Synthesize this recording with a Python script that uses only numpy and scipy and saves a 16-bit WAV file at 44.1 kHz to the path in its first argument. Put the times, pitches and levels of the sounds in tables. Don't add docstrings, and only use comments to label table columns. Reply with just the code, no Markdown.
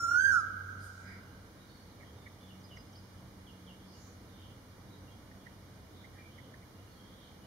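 import sys
import numpy as np
from scipy import signal
from scipy.fft import rfft, irfft, next_fast_len
from scipy.io import wavfile
from scipy.ndimage import uniform_filter1d, map_coordinates

SR = 44100
rng = np.random.default_rng(int(sys.argv[2]) if len(sys.argv) > 2 else 0)


def store_pcm(level_fs):
    pcm = np.round(np.clip(level_fs, -1, 1) * 32767).astype(np.int16)
    wavfile.write(sys.argv[1], SR, np.atleast_2d(pcm).T)


N = 328986
LEAD = SR // 5


def amp(db):
    return 10 ** (np.asarray(db) / 20)


def unit(x):
    return x / np.sqrt(np.mean(x ** 2) + 1e-20)


def pan(db):
    return amp([[db / 2], [-db / 2]])


def along(points, hz):
    freqs, values = np.transpose(points)
    return np.interp(np.log(hz + 1), np.log(freqs + 1), values)


def clock():
    return np.arange(-LEAD, N) / SR


def curves(rows):
    times, *columns = np.transpose(rows)
    return [np.interp(clock(), times, column) for column in columns]


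def held(db, end_s, release_db_per_s):
    return db - release_db_per_s * np.maximum(clock() - end_s, 0)


def wobble(rate):
    n = N + LEAD
    knots = rng.standard_normal(int(n * rate / SR) + 4)
    return map_coordinates(knots, [np.arange(n) * rate / SR])


def filtered(x, response):
    size = next_fast_len(x.shape[-1] + SR // 4)
    gain = response(np.fft.rfftfreq(size, 1 / SR))
    return irfft(rfft(x, size) * gain, size)[..., :x.shape[-1]]


def lagged(pair, lag_s):
    return filtered(pair, lambda hz: np.exp(1j * np.pi * hz * lag_s * np.array([[-1], [1]])))


def rush(spectrum):
    # (frequency [Hz], correlation [0-1])
    likeness = [(60, 0.99), (170, 0.91), (350, 0.85), (700, 0.6), (1400, 0.11), (3000, 0.0034)]

    def mid_side_gains(hz):
        angle = np.arccos(np.clip(along(likeness, hz), -1, 1)) / 2
        return amp(along(spectrum, hz)) * [np.cos(angle), np.sin(angle)]

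    mid, side = filtered(rng.standard_normal((2, N + LEAD)), mid_side_gains)
    return unit(np.array([mid + side, mid - side]))


def burst(peak_s, spread_s, centre_hz, width_hz):
    out, t = np.zeros((2, N + LEAD)), clock()
    on = np.abs(t - peak_s) < np.pi * spread_s
    noise = rng.standard_normal((2, on.sum()))
    band = filtered(noise, lambda hz: np.exp(-.5 * ((hz - centre_hz) / width_hz) ** 2))
    out[:, on] = unit(band) * np.exp(-.5 * ((t[on] - peak_s) / spread_s) ** 2)
    return out


def scatter(x, decay, build_s):
    hz, t, noise = signal.stft(rng.standard_normal((2, 2 * SR)), SR, nperseg=256)
    envelope = amp(-60 * t / along(decay, hz)[:, None]) * (1 - np.exp(-t / build_s))
    tail = signal.istft(noise * envelope, SR, nperseg=256)[1]
    tail /= np.sqrt(2 * SR * np.mean(envelope[0] ** 2))
    return signal.fftconvolve(x[None], tail, axes=1)[:, :len(x)]


def background(traffic_db=-55, leaves_db=-64, hiss_db=-68):
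    # (frequency [Hz], relative density [dB])
    traffic_colour = [(16, -57), (28, -14), (54, -6), (86, -2), (139, -4), (156, -11.5), (189, -6.5),
                      (292, -9), (322, -8.5), (348, -15.5), (480, -13), (706, -18.5), (1300, -23.5),
                      (1690, -32), (2860, -120)]
    leaf_colour = [(400, -5), (1100, 5.5), (2100, 3), (3200, -1.5), (4200, -3), (6300, -5), (8500, -36),
                   (15000, -41)]
    hiss_colour = [(500, -14), (4000, 3.5), (9000, 2), (12000, 2.5), (15700, -3.5)]
    traffic = pan(-0.73) * amp(traffic_db + 0.71 * wobble(7)) * lagged(rush(traffic_colour), .0001)
    leaves = pan(-5) * amp(leaves_db + 0.13 * wobble(3.26)) * rush(leaf_colour)
    return traffic + leaves + amp(hiss_db) * rush(hiss_colour)


def engine(firing_hz=94.06, firing_trim_db=-4, drift=0.013):
    # (time [s], firing tone before its trim [dB], octave [dB])
    fades = [(0, -50, -67), (.8, -47, -69.5), (1.15, -53, -59), (1.8, -63, -71), (3.1, -55.5, -65.5),
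             (3.85, -62, -59), (4.2, -53, -65.5), (4.7, -60, -70), (5.75, -59, -62), (6.35, -53.5, -76),
             (6.7, -71, -73), (7.46, -81, -62)]
    firing_db, octave_db = curves(fades)
    phase = 2 * np.pi * np.cumsum(firing_hz * (1 + drift * wobble(9))) / SR
    firing = amp(firing_db + firing_trim_db + 0.9 * wobble(4.43)) * np.sin(phase)
    octave = amp(octave_db + 3.5 * wobble(7)) * np.sin(2 * phase)
    return np.sqrt(2) * pan(-0.67) * (firing + octave)


def rasps(trim_db=-1):
    # (peak time [s], spread [s], centre [Hz], width [Hz], level before the trim [dB])
    swells = [(0.701, 0.074, 6100, 500, -70.5), (0.854, 0.029, 9100, 2600, -59.5),
              (0.943, 0.13, 6686, 2010, -65), (1.127, 0.056, 2090, 262.3, -54.5),
              (3.947, 0.055, 5000, 550, -64.5), (4.05, 0.072, 6360, 900, -63.5),
              (4.458, 0.071, 3080, 330, -62.5), (6.005, 0.052, 3640, 350, -64.5),
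              (6.187, 0.026, 1870, 160, -59.5), (6.4, 0.1, 3200, 280, -67),
              (7.233, 0.085, 3500, 420, -65.5)]
    return pan(-2) * sum(amp(db + trim_db) * burst(*shape) for *shape, db in swells)


def chips(spread_s=.007, width_hz=160, wet_db=-12):
    # (peak time [s], pitch [Hz], level [dB])
    scolds = [(2.012, 2190, -59), (2.034, 2010, -56), (2.27, 2070, -52), (2.775, 2070, -55.5),
              (5.318, 1900, -62), (5.472, 1930, -55), (6.05, 2100, -55.5), (6.392, 2060, -56.5),
              (6.542, 1830, -57), (6.63, 2130, -61.5)]
    direct = sum(amp(db) * burst(s, spread_s, hz, width_hz) for s, hz, db in scolds)
    tail = scatter(direct[0], [(2000, 0.34)], build_s=0.011)
    return pan(-6) * (direct + amp(wet_db) * tail)


def chatter(count=26, centre_hz=3500, range_octaves=.7, quietest_db=-76.5, wet=.8):
    notes = []
    for when, size, start, middle, end in rng.uniform(size=(count, 5)):
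        hz = centre_hz * 2 ** (range_octaves * (middle - .5))
        bend = hz * (1 + .2 * (np.array([start, .5, end]) - .5))
        notes.append((when * N / SR, .05 * (1 + size), bend, quietest_db + 3 * size, wet))
    return notes


def pipes(sag_hz=59.4, wet=0.548):
    # (time [s], length [s], pitch [Hz], level [dB])
    whistles = [(.79, 0.057, 4960, -69.5), (1.038, 0.086, 4930, -68.5), (1.641, .23, 4430, -72.5),
                (2.14, .16, 3590, -74), (2.401, 0.066, 3450, -69), (3.859, 0.063, 4540, -70),
                (4.28, 0.13, 3640, -72), (5.068, 0.047, 2850, -69), (5.101, 0.028, 3260, -66.5),
                (6.173, 0.12, 2340, -62.5), (6.868, 0.15, 4340, -73), (6.94, .13, 3270, -69),
                (7.171, 0.14, 3195, -70)]
    return [(s, length, (hz + sag_hz / 2, hz, hz - sag_hz / 2), db, wet)
            for s, length, hz, db in whistles]


def slurs(length_s=.06, bend_hz=(3595, 2938, 2850), echo_s=.047, echo_db=-15, wet=.45):
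    # (time [s], level [dB])
    calls = [(2.47, -66), (2.689, -60), (3.459, -63), (3.663, -60)]
    notes = []
    for s, db in calls:
        notes.append((s, length_s, bend_hz, db, wet))
        notes.append((s + echo_s, length_s, bend_hz, db + echo_db, wet))
    return notes


def ticks(tick_s=.018, tick_hz=(6850, 5770, 4950), arch_s=.044, wet=0.076):
    # (time [s], tick level [dB], arch delay [s], arch top [Hz], arch rise [Hz], arch level [dB])
    calls = [(2.601, -65, 0.029, 5000, 450, -66), (2.763, -66, .011, 5040, 220, -63.5),
             (2.924, -70, .029, 5300, 1000, -62)]
    notes = []
    for s, tick_db, delay, top, rise, arch_db in calls:
        notes.append((s, tick_s, tick_hz, tick_db, wet))
        notes.append((s + delay, arch_s, (top - rise, top, top - rise), arch_db, wet))
    return notes


def songbirds(flutter_db=3):
    t = clock()
    direct, send = np.zeros((2, len(t)))
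    waver = .045 * wobble(500)
    flutter = flutter_db * wobble(110)
    for start, length, bend_hz, db, wet in slurs() + ticks() + pipes() + chatter():
        on = (t > start) & (t < start + length)
        progress = (t[on] - start) / length
        contour = np.polyval(np.polyfit([0, .5, 1], bend_hz, 2), progress)
        pitch = contour * (1 + wet * waver[on])
        envelope = amp(db + flutter[on]) * np.sqrt(2 * np.abs(np.sin(np.pi * progress)))
        note = envelope * np.sin(2 * np.pi * np.cumsum(pitch) / SR)
        direct[on] += np.sqrt(1 - wet) * note
        send[on] += np.sqrt(wet) * note
    return pan(-3) * (direct + scatter(send, [(2500, 0.23), (6000, 1.0)], build_s=0.0022))


def treetop_echoes(voice, crown_db=-3, grove_db=-0.54):
    # (frequency [Hz], left minus right [dB])
    bearing = [(1400, -9.5), (7000, -10.5), (8800, 6)]
    # (frequency [Hz], gain [dB])
    dulling = [(1650, -2), (3000, -9.5), (6000, -13), (12000, -17)]
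    # (frequency [Hz], gain [dB])
    wall_colour = [(1270, -18), (1350, -5), (1420, 0), (1600, -3.5)]
    # (delay [s], gain [dB], left minus right [dB])
    slaps = [(0.014, 0.5, 6.5), (0.035, -13, -2), (0.0475, 12, -9.5), (0.055, -11, -14.5)]
    # (frequency [Hz], t60 [s])
    grove_decay = [(1200, 1.55), (1550, 2.25), (3000, 2.46), (6000, 0.99), (12000, .4)]
    direct = filtered(voice, lambda hz: amp(along(bearing, hz) / 2 * np.array([[1], [-1]])))
    dull = filtered(voice, lambda hz: amp(along(dulling, hz)))
    thrown = filtered(dull, lambda hz: amp(along(wall_colour, hz)))
    walls = sum(amp(db) * pan(side) * np.roll(thrown, round(delay * SR)) for delay, db, side in slaps)
    crown = amp(crown_db) * scatter(dull, [(1400, 0.34), (8000, 0.77)], build_s=0.034)
    grove = amp(grove_db) * scatter(dull, grove_decay, build_s=0.019)
    return lagged(direct + walls, .00013) + pan(-6) * (crown + grove)


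def koel(swell_s=0.12, push_s=0.042, release_at_s=0.3508, jitter=0.0017, fall_jitter=.012):
    # (time [s], pitch [Hz])
    melody = [(-.12, 1358), (-.045, 1372), (-.015, 1381), (.035, 1368), (.1, 1408), (.16, 1508),
              (.215, 1610), (.26, 1586), (.3, 1508), (.34, 1348), (.372, 1247), (.4, 1086)]
    # (frequency [Hz], gain [dB])
    throat = [(2700, -17.5), (3200, -8.5), (4100, -13), (4800, -1), (5500, 1), (6900, 1), (8200, -8),
              (10000, -9.5), (12500, -13), (15000, -32)]
    t = clock()
    pitch = uniform_filter1d(curves(melody)[0], size=700)
    swell_db = 5 * np.clip(t / swell_s - 1, -1, 0)
    push_db = 3.5 * np.clip(1 + (t - release_at_s) / push_s, 0, 1)
    strain_db = np.interp(pitch, (1570, 1607), (0, 4))
    tone_db = held(-36, release_at_s, release_db_per_s=520) + swell_db + push_db
    overtone_db = held(-57, end_s=0.358, release_db_per_s=600) + strain_db
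    slope = np.gradient(pitch)
    falling = np.clip(-slope / np.abs(slope).max(), 0, 1)
    pitch = pitch * (1 + (jitter + fall_jitter * falling) * wobble(260))
    phase = 2 * np.pi * np.cumsum(pitch) / SR
    overtones = sum(amp(along(throat, k * pitch) + 3.5 * wobble(50)) * np.sin(k * phase)
                    for k in range(2, 11))
    voice = amp(tone_db) * np.sin(phase) + amp(overtone_db) * overtones
    singing = (t > melody[0][0]) & (t < melody[-1][0])
    return np.sqrt(2) * voice * singing


def scene(fade_in_s=.006):
    mix = treetop_echoes(koel()) + songbirds() + chips() + rasps() + engine() + background()
    fade_in = np.clip(clock() / fade_in_s, 0, 1)
    return (fade_in * mix)[:, LEAD:]


def record(dry):
    # (centre [Hz], width [Hz])
    notches = [(2620, 305), (7700, 670)]
    top_hz = 15750

    def response(hz):
        dips = [1 - np.exp(-(2 * (hz - centre) / width) ** 2) for centre, width in notches]
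        return np.prod(dips, axis=0) * (hz < top_hz)

    return filtered(dry, response)


dry = scene()
out = record(dry)
store_pcm(out)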